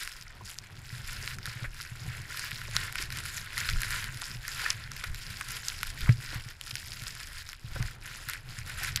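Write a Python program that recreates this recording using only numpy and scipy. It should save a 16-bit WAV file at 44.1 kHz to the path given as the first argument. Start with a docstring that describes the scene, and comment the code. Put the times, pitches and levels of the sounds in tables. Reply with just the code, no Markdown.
"""A climber works up frozen snow and turf with two ice axes, heard from a camera worn on the body.
From the start, strokes of crunching snow and stiff cloth (tiny fractures over noise) ride on rumbling wind
(shaped noise), while picks and ice chips click (short ringing modes). Duller blows soon land in the turf
(swelling noise bursts); then jolts and heaves of the body boom in the camera mount near one low note.
The hardest jolt comes two thirds of the way through, and the moves go on to the end."""
import sys
import numpy as np
from scipy import signal
from scipy.fft import rfft, irfft, next_fast_len
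from scipy.io import wavfile
from scipy.ndimage import uniform_filter1d, map_coordinates

SR = 44100
rng = np.random.default_rng(int(sys.argv[2]) if len(sys.argv) > 2 else 0)


def inscribe(sig):
    """Save sig as 16-bit PCM at rate SR to the path in sys.argv[1].

    A 1-D sig is mono; a 2-D sig holds one channel per row.
    Samples are clipped to [-1, 1] before scaling.
    """
    pcm = np.round(np.clip(np.atleast_2d(sig).T, -1, 1) * 32767)
    wavfile.write(sys.argv[1], SR, pcm.astype(np.int16))


N = 396900  # samples: 9 s

# Colour of crisp snow, in the strokes and in the crumbling after a click: (frequency [Hz], level [dB])
CRISP_COLOUR = [(1200, -44), (2500, -3.5), (3800, -5.5), (4500, -4.5), (5000, -0.5), (5500, -4),
                (6100, -12), (8000, -12.5), (15300, -20.5)]


def amp(db):
    """Decibels to gain."""
    return 10 ** (np.asarray(db) / 20)


def unit(x):
    """x at rms 1."""
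    return x / np.sqrt(np.mean(x ** 2) + 1e-20)


def noise():
    """White noise as long as the scene."""
    return rng.standard_normal(N)


def curves(rows):
    """One value per sample for each column after the time."""
    s, *columns = np.transpose(rows)
    return [np.interp(np.arange(N) / SR, s, column) for column in columns]


def wobble(rate):
    """A smooth random curve, rate knots a second."""
    knots = rng.standard_normal(int(N * rate / SR) + 4)
    return map_coordinates(knots, [np.arange(N) * rate / SR])


def coloured(x, spectrum):
    """x through a causal minimum-phase filter with the given (Hz, dB) points, at rms 1."""
    m = 2 * next_fast_len(N // 2 + 8192)
    hz, db = np.transpose(spectrum)
    gain = amp(np.interp(np.log(np.fft.rfftfreq(m, 1 / SR) + 1), np.log(hz), db))
    # folding the cepstrum onto positive time makes the filter causal
    cepstrum = irfft(np.log(gain))
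    cepstrum[1:m // 2] *= 2
    cepstrum[m // 2 + 1:] = 0
    response = np.exp(rfft(cepstrum))
    return unit(irfft(rfft(x, m) * response)[:N])


def add(track, s, sound):
    """Mix a sound into the track at s seconds."""
    start = round(s * SR)
    track[start:start + len(sound)] += sound[:N - start]


def swell(start, length, attack_s, t60):
    """Envelope of one movement: it rises, holds and dies away."""
    age = np.arange(N) / SR - start
    rise = np.clip(age / attack_s, 0, 1)
    return rise * amp(-60 * np.maximum(age - length, 0) / t60)


def effort():
    """Body, crisp and sparkle levels [dB] before trim: strokes add in power to the blown snow."""
    # Strokes of boot, pick or sleeve over the snow: (start [s], length [s], body level [dB],
    # crispness over the body [dB], sparkle over the crispness [dB])
    strokes = [(-0.068, 0.091, -39.5, 2.2, -6), (0.036, 0.15, -53, 3.5, -4), (0.43, 0.069, -53.5, 7, 2.5),
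               (0.7, 0.12, -62, -2, 4), (0.82, 0.27, -52, 2, -3.5), (1.037, 0.28, -46.5, 0.4, -3),
               (1.396, 0.1, -43.5, 0.8, -11), (1.467, 0.18, -48, -4, -2.6), (1.701, 0.11, -49, 2, -7),
               (1.778, 0.18, -54.5, -3, -0.5), (1.94, 0.292, -48.5, -5, 0), (2.243, 0.23, -41, -0.5, -3),
               (2.453, 0.21, -48, 0, -4.5), (2.668, 0.201, -39.5, -3, -2), (2.931, 0.081, -36, -3.5, 1),
               (3.097, 0.091, -38, -3.5, -0.1), (3.192, 0.087, -41, -0.5, 0),
               (3.282, 0.091, -41, -2.5, 5.5), (3.363, 0.21, -47.3, -6.4, -3), (3.501, 0.2, -38, -2.5, 0),
               (3.72, 0.18, -42, -0.5, -1.5), (3.846, 0.15, -36, -5.5, 3), (3.976, 0.098, -43, -4.1, -3.2),
               (4.082, 0.26, -46.5, -0.5, -1), (4.388, 0.29, -43, -2.2, 1.3), (4.526, 0.19, -37, -5, 0),
               (4.698, 0.14, -46.5, -7.5, -0.5), (4.879, 0.19, -46, -2.5, -2.5),
               (5.088, 0.26, -48.5, 0.3, -3.5), (5.294, 0.17, -48, 1.5, -3), (5.431, 0.14, -41, -0.1, -1.2),
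               (5.593, 0.14, -44, 2.2, -1.5), (5.73, 0.17, -47, 2.2, -3.5),
               (5.924, 0.18, -43.5, -1.2, -2.2), (6.08, 0.22, -54, 2, -2), (6.19, 0.17, -45.5, -2, -5.5),
               (6.31, 0.19, -56, 1.8, -5), (6.558, 0.77, -55.5, 5.5, -6.5), (6.91, 0.29, -51, 0.2, -0.5),
               (7.135, 0.11, -50.0, -13.8, -12), (7.267, 0.14, -47, 0.6, -4), (7.418, 0.08, -50, 2, -6),
               (7.586, 0.2, -52.5, -0.8, -3), (7.672, 0.22, -50, -1, -5), (7.992, 0.24, -46, -2.5, -1.5),
               (8.25, 0.044, -32.5, -4.5, -2), (8.437, 0.16, -49.5, -0.5, -2),
               (8.636, 0.066, -37.5, -4.5, 1), (8.74, 0.14, -35.5, -4.5, 0.5), (8.897, 0.103, -43, -7, -21)]
    # Faint hiss of blown snow under the strokes: (time [s], level [dB])
    drift = [(0, -60), (6.2, -60), (6.6, -64), (9, -64)]
    drift_db, = curves(drift)
    drift_steps_db = [0, -5, -3]  # body, crispness over it, sparkle over that
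    power = amp(np.cumsum(drift_steps_db))[:, None] ** 2 * amp(drift_db) ** 2
    for start, length, *steps_db in strokes:
        envelope = swell(start, length, attack_s=0.091, t60=0.25)
        power += amp(np.cumsum(steps_db))[:, None] ** 2 * envelope ** 2
    return 10 * np.log10(power)


def slips(rate, settle_s):
    """Stick-slip strength, mean 0 and rms 1: it jumps at each slip and then settles."""
    kicks = (rng.random(N) < rate / SR) * rng.uniform(0.15, 1, N)
    stress = signal.lfilter([1], [1, -np.exp(-1 / (settle_s * SR))], kicks)
    return unit(stress - np.mean(stress))


def grains(rate, spread_db, low_hz, high_hz, life):
    """Tiny fractures at random moments, each at its own pitch: many weak, a few strong."""
    when, pitch, strength, phase = rng.random((int(rate * N / SR), 4)).T[:, :, None]
    k = np.arange(128)
    age = k / SR / life  # in lifetimes; life is in seconds
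    size = amp(spread_db * np.minimum(-np.log(1 - strength), 5))
    hz = low_hz + pitch * (high_hz - low_hz)
    wave = size * age * np.exp(-age) * np.sin(2 * np.pi * (hz * k / SR + phase))
    places = (when * N).astype(int) + k
    return unit(np.bincount(places.ravel(), wave.ravel(), N)[:N])


def patchy(x, depth_db, size):
    """Each clump of snow has its own colour: random gains smoothed over (170 Hz bins, 3 ms steps)."""
    z = signal.stft(x, nperseg=256)[2]
    field = uniform_filter1d(rng.standard_normal(z.shape), size[0], axis=0)
    field = uniform_filter1d(field, size[1], axis=1)
    return unit(signal.istft(z * amp(depth_db * unit(field)), nperseg=256)[1][:N])


def crunch(body_db, crisp_db, sparkle_db):
    """Snow crystals break in clumps over the smooth hiss of sliding cloth and blown snow."""
    # Colour of the crunch's body: (frequency [Hz], level [dB])
    body_colour = [(150, -43), (300, -18), (550, -18.5), (870, -21.5), (1030, -6), (1180, -13.5), (1370, 0),
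                   (1900, 0), (2300, -3), (3200, -10), (4500, -9.5), (8000, -41)]
    # Colour of the finest crystals: (frequency [Hz], level [dB])
    sparkle_colour = [(4000, -23), (6200, -1.5), (7200, 1.5), (8400, -7.5), (9800, -4.5), (11000, -1),
                      (12300, -8.5), (13800, -11), (15300, -26)]
    # under a hard push the fractures merge into a rush; in light moves they stand out singly
    apart = amp(-.25 * (body_db - np.mean(body_db)))
    clumps_db = apart * (1.28 * slips(rate=90, settle_s=0.0072) + 1.03 * wobble(24))
    coarse = grains(rate=850, spread_db=3.5, low_hz=880, high_hz=4300, life=0.00038)
    fine = grains(rate=1500, spread_db=4.5, low_hz=2900, high_hz=15700, life=0.00008)
    dust = grains(rate=1500, spread_db=5.0, low_hz=5740, high_hz=13800, life=.00008)

    body = coloured(apart * coarse + 1.94 * noise(), body_colour)
    crisp = coloured(apart * fine + 0.73 * noise(), CRISP_COLOUR)
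    sparkle = coloured(apart * dust + 0.98 * noise(), sparkle_colour)
    body = patchy(body, depth_db=0.7, size=(3, 6))
    crisp = patchy(crisp, depth_db=1.5, size=(6, 7))
    sparkle = patchy(sparkle, depth_db=1.9, size=(8, 10))

    treble = amp(crisp_db - 0.78) * crisp + amp(sparkle_db - 4.0) * sparkle
    treble_slips_db = 1.15 * slips(rate=45, settle_s=0.0042)
    return amp(clumps_db) * (amp(body_db + 0.87) * body + amp(treble_slips_db) * treble)


def surge(spectrum, span_s):
    """Low turbulence with its strength evened out over the given span."""
    x = coloured(noise(), spectrum)
    power = uniform_filter1d(x ** 2, max(int(span_s * SR), 1))
    return x / np.sqrt(np.abs(power) + 0.079)


def wind():
    """Eddies and heaves rumble on the microphone and boom in the mount; soft air follows the wind's boom."""
    # Wind on the camera, before trim and wobble: (time [s], rumble level [dB], mount boom level [dB])
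    gusts = [(0, -48.5, -58.5), (.55, -53, -52), (.85, -52, -52), (1.15, -42.5, -45.5), (1.85, -51, -53),
             (2.1, -45, -40), (2.35, -51.5, -52), (2.75, -41, -43.5), (3.45, -48, -49.5),
             (3.85, -44.5, -41.5), (4.3, -44.5, -48.5), (5.7, -47.5, -48.5), (6.05, -44, -45),
             (6.6, -50.5, -54), (7.25, -45.5, -49.5), (7.57, -48, -64), (7.72, -49.5, -50),
             (9, -42.5, -44.5)]
    # Heaves of the body that push air over the microphone: (start [s], length [s], rumble level [dB])
    body_heaves = [(1.02, 0.071, -45), (1.648, 0.05, -37.5), (3.02, .05, -41), (3.684, 0.079, -25.5),
                   (3.844, 0.19, -44.5), (4.98, 0.097, -48), (5.049, 0.13, -38), (5.784, 0.11, -40),
                   (6.005, 0.1, -32), (6.273, 0.12, -41), (7.66, 0.14, -38.5), (7.792, .06, -36)]
    # Colours of the rumble, the mount's boom and the rush of air: (frequency [Hz], level [dB])
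    rumble_colour = [(10, -5.5), (28, 5.5), (50, -4), (80, -6), (140, -16.5), (400, -64.5)]
    boom_colour = [(40, -38.5), (75, -6), (95, -3.5), (115, -0.5), (132, -1.5), (165, -17), (230, -21),
                   (275, -36.5), (370, -29), (600, -42), (1500, -57)]
    air_colour = [(100, -1.5), (300, -1), (500, -5), (850, -2), (1050, -3), (3000, -9.5), (12000, -41)]

    rumble_db, boom_db = curves(gusts)
    heave = sum(amp(db) * swell(start, length, attack_s=0.031, t60=0.23)
                for start, length, db in body_heaves)
    rumble = np.hypot(amp(rumble_db - 2.5 + 1.4 * wobble(12)), heave)
    mount_share = amp(-15)  # the mount takes up a share of each heave
    boom = np.hypot(amp(boom_db - 2.5 + 3.5 * wobble(16)), mount_share * heave)
    air_db = -60.5 + 0.42 * (boom_db - np.mean(boom_db)) + 2.05 * wobble(25)
    air = amp(air_db) * coloured(noise(), air_colour)
    return air + rumble * surge(rumble_colour, span_s=0.19) + boom * surge(boom_colour, span_s=0.061)


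def chips(level_db):
    """Loose ice chips click at random moments, their level following the stroke under way."""
    per_second, over_stroke_db, scatter_db = 7, 2, 0.5
    contacts = []
    for at, pitch, *colour in rng.random((int(per_second * N / SR), 5)):
        scatter = scatter_db * (2 * np.array(colour) - 1)
        levels_db = level_db[int(at * N)] + over_stroke_db + scatter  # clack, ping, snap
        contacts.append((at * N / SR, *levels_db, 3500 + 1700 * pitch))
    return contacts


def ring(modes, t, tuning, attack):
    """One contact rings the modes, all scaled in pitch by tuning; its energy is that of rms 1 over 4 ms."""
    x = sum(amp(db - 60 * t / t60) * np.sin(2 * np.pi * (hz * tuning * t + rng.random()))
            for hz, db, t60 in modes)
    x = x * (1 - np.exp(-(t / attack) ** 2))
    return x / np.sqrt(np.sum(x ** 2) / (.004 * SR))


def clicks(stroke_crisp_db):
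    """Steel bites ice: a brief ring, then a puff of crumbling crystals."""
    # Hard contacts of steel and ice:
    # (time [s], clack level [dB], ping level [dB], snap level [dB], ping pitch [Hz])
    axe_contacts = [(0.0337, -56.5, -40, -39, 3720), (0.0756, -34.5, -44, -45, 4000),
                    (0.212, -54, -44, -57, 5200), (0.2808, -58, -48, -63, 4630),
                    (0.5866, -67, -34, -60, 4970), (1.2765, -31, -36, -66, 3690),
                    (1.3856, -42, -45, -53, 5180), (1.4567, -38, -36, -40, 3740),
                    (1.8021, -37, -45, -62, 3820), (1.8615, -49, -60, -58, 3840),
                    (2.3943, -40, -39, -38, 4180), (2.4535, -39, -50, -58, 4000),
                    (2.5165, -33, -56, -57, 4880), (2.616, -36.5, -54, -55, 4310),
                    (2.7656, -25.5, -19.5, -36, 4170), (2.9255, -40, -47, -40.5, 4010),
                    (2.9561, -28.5, -47, -39, 4330), (2.9836, -37, -36, -53, 3940),
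                    (3.0254, -37, -35, -37, 4910), (3.1038, -37.5, -40.5, -49, 4100),
                    (3.1252, -40, -39.5, -49, 4900), (3.5792, -30.5, -30.5, -34, 4200),
                    (3.6891, -27, -31, -48, 3760), (3.6915, -37, -33, -48, 3280),
                    (3.8178, -34, -44, -32.5, 4350), (3.8331, -28, -41, -39, 4750),
                    (3.9065, -33, -36, -36.5, 4050), (4.0426, -36, -36.5, -41, 4060),
                    (4.218, -38, -37, -37.5, 3580), (4.4803, -38, -34, -38, 4630),
                    (4.7036, -38, -23, -33, 5100), (4.9171, -40, -38.5, -47, 4850),
                    (5.0395, -35, -35, -53, 3450), (5.1459, -41, -41, -46, 4080),
                    (5.411, -33, -51, -39, 4820), (5.6842, -54, -25.5, -42, 5000),
                    (5.8312, -25.5, -32, -33.5, 3780), (6.6123, -52, -36, -42, 3060),
                    (6.755, -34, -36.5, -37, 5040), (7.4901, -40.5, -40, -53, 5170),
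                    (7.5312, -40, -49, -48, 3380), (7.8264, -37, -38, -49, 4940),
                    (8.2874, -32, -39, -38, 3810), (8.2976, -34, -44, -33, 4390),
                    (8.3345, -35, -42, -42.5, 3720), (8.588, -43.5, -39.5, -51, 5360),
                    (8.9602, -33, -25, -38, 4860), (8.964, -45, -37, -36.5, 3480),
                    (8.9733, -32.5, -36, -47, 4000)]
    # Ringing of a contact in three registers, low to high: (frequency [Hz], relative level [dB], t60 [s])
    clack_modes = [(1460, -10, 0.025), (2000, 7.5, 0.0026), (2380, 7, 0.0014)]
    ping_modes = [(4000, -6, 0.00033), (4660, -11, 0.0067), (5600, -1.5, 0.0018)]
    snap_modes = [(7200, 1, 0.0041), (9300, 0, 0.0053), (11350, 9.5, 0.0025), (13300, -37, .002)]

    rings, crumble, t = np.zeros(N), np.zeros(N), np.arange(SR // 20) / SR
    for s, clack_db, ping_db, snap_db, ping_hz in axe_contacts + chips(stroke_crisp_db):
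        # each contact shifts the ring a little; the ping pitch is that of its middle mode
        clack = amp(clack_db) * ring(clack_modes, t, 1 + rng.uniform(-0.066, 0.097), attack=0.00015)
        ping = amp(ping_db) * ring(ping_modes, t, ping_hz / ping_modes[1][0], attack=0.000071)
        snap = amp(snap_db) * ring(snap_modes, t, 1 + rng.normal(0, 0.093), attack=0.00021)
        hit = clack + ping + snap
        add(rings, s, hit)
        add(crumble, s, np.max(np.abs(hit)) * amp(-21.0 - 60 * t / 0.026))
    crystals = grains(rate=800, spread_db=8, low_hz=2020, high_hz=15000, life=0.000068)
    # so small a contact radiates almost no bass
    thin = signal.butter(4, 1100, "high", fs=SR, output="sos")
    return signal.sosfilt(thin, rings) + crumble * coloured(crystals, CRISP_COLOUR)


def knock(hz, octaves, swell_s):
    """A rough, hollow burst of band noise with the energy of its envelope, which swells to 1 and fades."""
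    t = np.arange(SR // 12) / SR
    edge = 2 ** (np.clip(octaves, .1, 3) / 2)
    band = signal.butter(2, [hz / edge, hz * edge], "band", fs=SR, output="sos")
    shape = t / swell_s * np.exp(1 - t / swell_s)
    settled = signal.sosfilt(band, rng.standard_normal(2 * len(t)))[len(t):]  # skip the filter's onset
    burst = shape * settled
    return burst * np.linalg.norm(shape) / np.linalg.norm(burst)


def blows():
    """Soft ground yields gradually: the crust knocks and the turf under it thuds."""
    # Dull blows in snow and turf: (time [s], knock level [dB], knock pitch [Hz], knock width [octaves],
    # knock swell time [s], thud level [dB], thud pitch [Hz])
    dull_blows = [(0.407, -48.5, 1026, 0.13, 0.0051, -53, 553), (1.228, -50, 1380, 1.2, .006, -54, 400),
                  (1.472, -37.5, 1610, 0.73, 0.0032, -52, 450),
                  (1.64, -38.5, 1790, 0.65, 0.0077, -48.5, 447), (2.057, -55, 720, 0.2, 0.0072, -63, 397),
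                  (2.678, -53, 507, 0.47, .0059, -48, 805), (2.994, -49.5, 342, 0.48, 0.0061, -59, 700),
                  (3.688, -26.5, 1545, .3, 0.0021, -56, 750), (4.221, -41, 950, 0.44, 0.0024, -68, 750),
                  (4.632, -49, 740, 0.41, .0045, -60, 600), (4.6614, -20.5, 1770, 0.45, 0.0012, -61, 750),
                  (5.036, -34.5, 1860, .8, 0.0052, -52, 556), (5.408, -34.5, 1600, 0.64, 0.0036, -55, 704),
                  (6.067, -41, 1200, 0.86, 0.0067, -51, 550), (6.091, -24.5, 1830, 0.79, 0.0016, -40, 300),
                  (6.328, -44.5, 1390, 1.3, 0.016, -45.5, 417), (7.066, -41, 1500, .5, 0.0018, -58, 550),
                  (7.756, -39.5, 1430, 0.42, 0.0042, -40.5, 600), (7.79, -49, 1010, 1.4, 0.02, -46.5, 251),
                  (8.809, -46.5, 790, 0.2, .0045, -65, 400)]
    out = np.zeros(N)
    for s, knock_db, hz, octaves, swell_s, thud_db, thud_hz in dull_blows:
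        crust = amp(knock_db) * knock(hz, octaves, swell_s)
        turf = amp(thud_db) * knock(thud_hz, octaves=1.27, swell_s=0.0047)
        add(out, s, crust + turf)
    return out


def jolts(mount_hz, t60, attack):
    """A jolt sets the camera mount swinging for a few cycles."""
    # Jolts that reach the mount: (time [s], level before the onset softens it [dB])
    mount_jolts = [(0.927, -30.5), (1.184, -32), (1.251, -31.5), (1.477, -29.5), (1.558, -30),
                   (1.624, -26.5), (1.917, -30), (2.079, -27), (2.199, -33), (2.528, -29.5), (2.689, -33),
                   (2.753, -30), (3.032, -35.5), (3.175, -34), (3.737, -31), (4.156, -31), (4.356, -31),
                   (6.041, -30.5), (6.0916, -5), (6.357, -24.5), (6.461, -32.5), (6.729, -33), (7.02, -32),
                   (7.643, -29.5), (7.759, -31), (7.8022, -19.5), (8.273, -34), (8.582, -33)]
    out, t = np.zeros(N), np.arange(SR // 4) / SR
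    envelope = amp(-60 * t / t60) * (1 - np.exp(-t / attack))
    swing = -np.sin(2 * np.pi * mount_hz * t) * envelope
    for s, db in mount_jolts:
        add(out, s, amp(db) * swing)
    return out


def scene():
    """Everything is close and dry: open snow gives no echo."""
    body_db, crisp_db, sparkle_db = effort()
    snow = crunch(body_db, crisp_db, sparkle_db) + blows()
    camera = wind() + jolts(mount_hz=118.3, t60=0.11, attack=0.0022)
    return (snow + camera + clicks(crisp_db))[None]


def record(dry):
    """The camera keeps nothing above its band limit."""
    top_hz = 15600
    m = next_fast_len(N + 8192)
    kept = np.fft.rfftfreq(m, 1 / SR) < top_hz
    return irfft(rfft(dry, m) * kept, m)[..., :N]


dry = scene()
out = record(dry)
inscribe(out)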